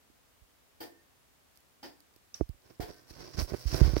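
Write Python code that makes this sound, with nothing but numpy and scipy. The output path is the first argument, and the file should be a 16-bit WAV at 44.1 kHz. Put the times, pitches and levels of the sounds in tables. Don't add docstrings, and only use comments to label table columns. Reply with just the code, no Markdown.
import sys
import numpy as np
from scipy import signal
from scipy.fft import rfft, irfft
from scipy.io import wavfile
from scipy.ndimage import uniform_filter1d

SR = 44100
rng = np.random.default_rng(int(sys.argv[2]) if len(sys.argv) > 2 else 0)


def unload_wav(signal):
    wavfile.write(
        sys.argv[1],
        SR,
        np.round(np.clip(np.atleast_2d(signal).T, -1, 1) * 32767).astype(np.int16),
    )


N = 176400
T = np.arange(N) / SR

# frequency in Hz, relative level in dB per Hz.
LOFT_SPECTRUM = [(25, -18.5), (64, -6), (113, -12), (150, -15), (260, -15), (360, -15.5), (700, -16.5),
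                 (2000, -21), (5600, -25.5), (15500, -28.5)]
LOFT_DB = -66
# frequency in Hz, level in dB.
LOFT_TONES = [(59, -88), (264, -87.5), (15000, -83)]

# start in seconds, thud push in dB, knock push in dB,
# contact brightness (low-pass) in Hz, base t60 of the thud in seconds.
BUMPS = [(0.097, -56, -41, 245, .04), (0.415, -47, -70, 302, .07), (2.161, -59, -49, 1200, 0.044),
         (2.3985, -38, -39, 710, 0.035), (2.409, -19.5, -11.5, 1130, 0.089),
         (2.492, -24.5, -43, 486, 0.043), (2.542, -50.5, -51, 300, 0.064), (2.796, -23, -23.5, 800, 0.032),
         (2.83, -33, -44, 600, 0.048), (2.902, -45, -32, 800, 0.045), (3.106, -37.5, -41.5, 590, 0.054),
         (3.344, -34.5, -38, 596, 0.057), (3.382, -17.5, -31, 800, 0.055), (3.412, -45, -30, 1200, 0.066),
         (3.419, -15.5, -50, 257, 0.048), (3.519, -22, -24, 795, 0.028), (3.534, -25.5, -23.5, 1480, 0.033),
         (3.539, -58, -19, 1590, 0.044), (3.5443, -37, -20, 1480, 0.036), (3.653, -15, -27, 225, 0.13),
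         (3.726, -23, -36, 593, .1), (3.742, -23.5, -17.5, 1010, .08), (3.812, -6.5, -14, 560, 0.19),
         (3.846, -14.5, -19, 295, 0.074), (3.8625, -35, -27, 1300, .06), (3.875, -17, -22, 500, 0.19),
         (3.8944, -28, -28, 1500, .1), (3.933, -18.5, -26, 1100, 0.15), (3.9654, -20.5, -12, 3230, 0.066)]
# frequency in Hz, gain in dB, share of the bump's base t60 [ratio].
THUD_MODES = [(57, 3, 0.68), (78, -6, 0.83), (124.7, -0.5, 0.35), (182, -12.5, 0.16)]
THUD_SOFT_HZ, THUD_SOFT_SHARE, THUD_HIGHPASS_HZ, THUD_LEFT_DB = 250, 0.37, 39, -28
# frequency in Hz, gain at right in dB, t60 in seconds, left re right in dB.
KNOCK_MODES = [(210, -9, 0.014, -18), (316.4, -0.5, 0.031, -23.5), (437, -1, 0.019, -26),
               (663, -7, .016, -23), (1190, -21, 0.014, -6.5), (1920, -9.5, 0.0027, -13),
               (4500, -17.5, 0.018, 4)]

# start in seconds, level in dB, extra treble of the frame in dB,
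# voicing [index] (0 first pallet, 1 second pallet, 2 first pallet heard beside the great wheel).
TICKS = [(0.803, -45, 1, 0), (1.828, -46, -3.5, 1), (2.801, -43, 0, 2), (3.83, -42, -4.5, 1)]
RISE_S, RATTLE_S, TREBLE_HZ = 0.0033, 0.031, 6000
# frequency in Hz, relative level in dB per Hz.
FRAME_SPECTRUM = [(100, -13), (210, -14), (290, 2.5), (450, -5), (620, -6.5), (860, -3.5), (1150, -15.5),
                  (1800, -11.5), (2700, -17.5), (3200, -15.5), (4000, -17), (4800, -12.5), (5600, -15),
                  (6500, -24.5), (10000, -22.5), (13000, -25.5), (15500, -18)]
# frequency in Hz, t60 in seconds.
CASE_T60 = [(200, 0.45), (800, 0.28), (2000, 0.26), (5000, 0.23), (15000, 0.28)]
# frequency in Hz, level re the tick in dB for voicings 0, 1 and 2,
# t60 in seconds.
WHEEL_MODES = [(283, -22, -8, -25, 0.32), (335, -5.5, -25, -18, 0.39), (430, -8, -37, -2, 0.36),
               (482.7, -9.5, -24, -12, 0.36), (570, -28, -17, -20, 0.29), (713, -10, -27, -3.5, 0.34),
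               (820, -15, -15.5, -28, 0.14), (1419, -13, -13.5, -13, 0.11), (1540, -34, -32, -20.5, 1),
               (1800, -14.5, -18, -22, 0.43), (1820, -17.5, -36, -20, 0.87), (3110, -13.5, -15, -31, .2),
               (4710, -9.5, -12, -30, 0.21), (4840, -38, -10, -36, 0.31), (5370, -27, -15, -30, 0.35),
               (14800, -8, -25, -18, .17)]
MODE_WIDTH_HZ, MODE_WIDTH_SHARE = 9.95, 0.01206

# start in seconds, level before the trim in dB, left minus right in dB.
CLICKS = [(1.552, -64, -12), (1.558, -49, -8), (1.565, -49, -13), (1.5735, -40, -7), (1.604, -49, -8),
          (2.004, -42, -4), (2.139, -54, -1), (2.1615, -42.5, 0), (2.491, -40.5, -8), (2.943, -44, 8),
          (3.105, -45, -4), (3.207, -47, -2), (3.4, -31, -22), (3.497, -43, -13), (3.753, -32, -13),
          (3.965, -38, 8)]
# frequency in Hz, relative level in dB per Hz.
CLICK_SPECTRUM = [(300, -2), (3300, -13.5), (4900, 3.5), (5700, -4.5), (7000, -13), (11000, -4),
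                  (15500, -3.5)]
CLICK_TRIM_DB, CLICK_RISE_S, CLICK_HOLD_S, CLICK_T60_S = -6.5, 0.00043, 0.00033, 0.0095

# frequency in Hz, relative level in dB.
CLINK_MODES = [(3650, -13.5), (4300, -20), (4950, -27), (5600, 0.5), (5900, -3), (7050, -21)]
# frequency in Hz, relative level in dB per Hz.
CLINK_TAIL_SPECTRUM = [(2500, -14.5), (3500, -20), (5000, -9), (5600, -1.5), (6100, -9), (6800, -18.5),
                       (15000, -23)]
CLINK_START_S, CLINK_DB, CLINK_T60_S, CLINK_WIDTH_HZ = 2.342, -34.5, 0.012, 150
CLINK_TAIL_DB, CLINK_TAIL_HOLD_S, CLINK_TAIL_T60_S = -17, 0.016, 0.26

# time in seconds,
# then levels before the trims in dB of the middle, the hiss and the top.
RUB_FIRST = [(2.62, -81, -69, -90), (2.626, -87, -88, -90), (2.656, -69.5, -68.5, -88),
             (2.686, -77, -77, -77), (2.708, -56.5, -68.5, -80), (2.73, -78, -80, -79),
             (2.76, -75, -70, -88)]
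RUB_SECOND = [(2.88, -55, -65, -71), (2.908, -57.5, -56.5, -70), (2.924, -69, -65, -68),
              (3.064, -73.5, -75, -82), (3.112, -63.5, -54, -64), (3.122, -68, -66.5, -72),
              (3.142, -67, -61.5, -70), (3.164, -59.5, -61.5, -69), (3.22, -56, -53.5, -71),
              (3.316, -62, -63, -72), (3.352, -58.5, -57, -69), (3.36, -59, -60, -69)]
RUB_THIRD = [(3.36, -61.5, -64, -72), (3.392, -37.5, -39, -55), (3.426, -49.5, -48.5, -50),
             (3.468, -67.5, -63, -67), (3.5, -48.5, -51.5, -58), (3.526, -55, -61, -64.5),
             (3.54, -47, -56, -62), (3.57, -58.5, -57.5, -61), (3.66, -65.5, -57.5, -64),
             (3.678, -64, -46.5, -56), (3.71, -55, -49.5, -58.5), (3.746, -39.5, -43, -54.5),
             (3.772, -45.5, -45, -50.5), (3.816, -40, -51.5, -58), (3.826, -47.5, -53, -60),
             (3.862, -47.5, -49, -58), (3.956, -54, -53, -62), (3.966, -39, -46, -65),
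             (3.984, -50, -49.5, -58), (4.0, -64, -49, -58)]
# frequency in Hz, relative level in dB per Hz.
RUB_MIDDLE_SPECTRUM = [(60, 3), (130, 3.5), (220, -4), (330, 5.5), (480, -1), (670, -1.5), (900, -11),
                       (1150, -7.5), (1600, -15), (2200, -16.5), (3300, -24.5), (6000, -34.5)]
RUB_HISS_SPECTRUM = [(2000, -12), (3300, -14), (4400, -3), (5500, -0.5), (6300, -10.5), (7500, -23),
                     (10000, -26)]
RUB_TOP_SPECTRUM = [(4500, -32), (7000, -0.5), (10000, 0.5), (13000, -4), (15500, 3)]
RUB_TRIMS_DB = [4.5, 0, 2]
RUB_COMMON_TRIM_DB = 3
RUB_PAN_DB = [-12.5, -1, -3.5]
SLIPS_PER_S, SLIP_SPREAD_DB, RUB_FLUTTER_DB = 2600, 2.5, 1.5
SHELL_RIPPLE_DB, SHELL_RIPPLE_HZ = 3, 59.4

LOW_CUT_HZ, HIGH_CUT_HZ = 32, 15850


def from_db(db):
    return 10 ** (np.asarray(db) / 20)


def rms_one(x):
    return x / np.sqrt(np.mean(x ** 2) + 1e-20)


def at_hz(points, hz):
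    f, value = np.transpose(points)
    return np.interp(np.log(hz + 1e-9), np.log(f), value)


def pan(db):
    return rms_one(from_db([[db / 2], [-db / 2]]))


def white():
    return rng.standard_normal((2, N))


def colour(x, spectrum):
    hz = np.arange(N // 2 + 1) * SR / N
    return rms_one(irfft(rfft(x) * from_db(at_hz(spectrum, hz)), N))


def line(hz, width_hz):
    steps = white() * np.sqrt(2 * np.pi * abs(width_hz) / SR)
    smooth = max(1, int(SR / (4 * abs(width_hz) + 1)))
    wander = uniform_filter1d(np.cumsum(steps, axis=1), size=smooth, axis=1)
    return np.sqrt(2) * np.sin(2 * np.pi * hz * T + wander)


def burst(start_s, rise_s, hold_s, t60_s):
    rise = np.clip((T - start_s) / rise_s, 0, 1)
    decay_s = np.maximum(T - start_s - hold_s, 0)
    return rise * np.exp(-np.minimum(np.log(1000) * decay_s / t60_s, 40))


def ring(force, hz, t60_s):
    r = np.exp(-np.log(1000) / (t60_s * SR))
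    w = 2 * np.pi * hz / SR
    return signal.lfilter([0, np.sin(w)], [1, -2 * r * np.cos(w), r * r], force + 1e-18)


def push(start_s, db, hz):
    click = np.full(N, 1e-18)
    click[min(int(start_s * SR), N - 1)] = from_db(db)
    return signal.sosfilt(signal.butter(3, min(hz, SR / 4), fs=SR, output="sos"), click)


def loft():
    air = from_db(LOFT_DB) * colour(white(), LOFT_SPECTRUM)
    return air + sum(from_db(db) * line(hz, width_hz=9) for hz, db in LOFT_TONES)


def bumps():
    thud = 0
    for start_s, thud_db, _, contact_hz, t60_s in BUMPS:
        force = push(start_s, thud_db, min(THUD_SOFT_HZ, THUD_SOFT_SHARE * contact_hz))
        for hz, db, share in THUD_MODES:
            thud = thud + from_db(db) * ring(force, hz, t60_s * share)
    thud = signal.sosfilt(signal.butter(2, THUD_HIGHPASS_HZ, "high", fs=SR, output="sos"), thud)

    force = sum(push(start_s, db, hz) for start_s, _, db, hz, _ in BUMPS)
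    knock = 0
    for k, (hz, db, t60_s, left_db) in enumerate(KNOCK_MODES):
        gains = from_db([[db + left_db], [db]])
        knock = knock + gains * ring(force, hz, t60_s) * (-1) ** k
    return thud * from_db([[THUD_LEFT_DB], [0]]) + knock


def frame_rattle():
    out = 0
    hz = np.arange(N // 2 + 1) * SR / N
    frame = rfft(colour(white(), FRAME_SPECTRUM))
    edges_hz = np.geomspace(50, 18000, 13)
    for low, high in zip(edges_hz, edges_hz[1:]):
        band = irfft(frame * ((hz >= low) & (hz < high)), N)
        centre_hz = np.sqrt(low * high)
        t60_s = at_hz(CASE_T60, centre_hz)
        for start_s, db, treble_db, _ in TICKS:
            gain = from_db(db + treble_db * (centre_hz > TREBLE_HZ))
            out = out + band * gain * burst(start_s, RISE_S, RATTLE_S, t60_s)
    return out


def wheel_ring():
    out = 0
    for hz, *voicing_db, t60_s in WHEEL_MODES:
        level = 0
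        for start_s, db, _, voicing in TICKS:
            level = level + from_db(db + voicing_db[voicing]) * burst(start_s, RISE_S, RATTLE_S / 2, t60_s)
        width_hz = MODE_WIDTH_HZ + MODE_WIDTH_SHARE * hz * min(1, hz / TREBLE_HZ)
        out = out + level * line(hz, width_hz)
    return out


def escapement():
    return frame_rattle() + wheel_ring()


def clicks():
    level = 0
    for start_s, db, side_db in CLICKS:
        snap = burst(start_s, CLICK_RISE_S, CLICK_HOLD_S, CLICK_T60_S)
        level = level + from_db(db + CLICK_TRIM_DB) * pan(side_db) * snap
    return colour(white(), CLICK_SPECTRUM) * level


def clink():
    metal = rms_one(sum(from_db(db) * line(hz, CLINK_WIDTH_HZ) for hz, db in CLINK_MODES))
    ping = metal * burst(CLINK_START_S, 0.0014, 0.003, CLINK_T60_S) * pan(db=-8)
    tail_envelope = burst(CLINK_START_S, 0.0036, CLINK_TAIL_HOLD_S, CLINK_TAIL_T60_S)
    tail = from_db(CLINK_TAIL_DB) * colour(white(), CLINK_TAIL_SPECTRUM) * tail_envelope
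    return from_db(CLINK_DB) * (ping + tail)


def ripple(x):
    spectrum = rfft(x)
    width_bins = max(1, int(SHELL_RIPPLE_HZ * N / SR))
    uneven = uniform_filter1d(rng.standard_normal(spectrum.shape), size=width_bins, axis=1)
    return irfft(spectrum * from_db(SHELL_RIPPLE_DB * rms_one(uneven)), N)


def rub_level(column):
    level = 0
    for spell in (RUB_FIRST, RUB_SECOND, RUB_THIRD):
        rows = np.array(spell)
        level = level + from_db(np.interp(T, rows[:, 0], rows[:, column], left=-np.inf, right=-np.inf))
    return level


def rubbing():
    out = 0
    for k, spectrum in enumerate((RUB_MIDDLE_SPECTRUM, RUB_HISS_SPECTRUM, RUB_TOP_SPECTRUM)):
        hits = rng.random((2, N)) < SLIPS_PER_S / SR
        strength_db = SLIP_SPREAD_DB * np.minimum(rng.exponential(1, (2, N)), 4)
        slips = hits * white() * from_db(strength_db)
        wobble = rms_one(uniform_filter1d(rng.standard_normal(N), size=300))
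        flutter = from_db(RUB_FLUTTER_DB * wobble)
        gain = from_db(RUB_TRIMS_DB[k] + RUB_COMMON_TRIM_DB) * pan(RUB_PAN_DB[k])
        out = out + colour(ripple(slips), spectrum) * flutter * rub_level(k + 1) * gain
    return out


def scene():
    return loft() + bumps() + escapement() + clicks() + clink() + rubbing()


def record(dry):
    dry = signal.sosfilt(signal.butter(3, LOW_CUT_HZ, "high", fs=SR, output="sos"), dry)
    return signal.sosfilt(signal.ellip(12, 0.1, 80, HIGH_CUT_HZ, fs=SR, output="sos"), dry)


dry = scene()
out = record(dry)
unload_wav(out)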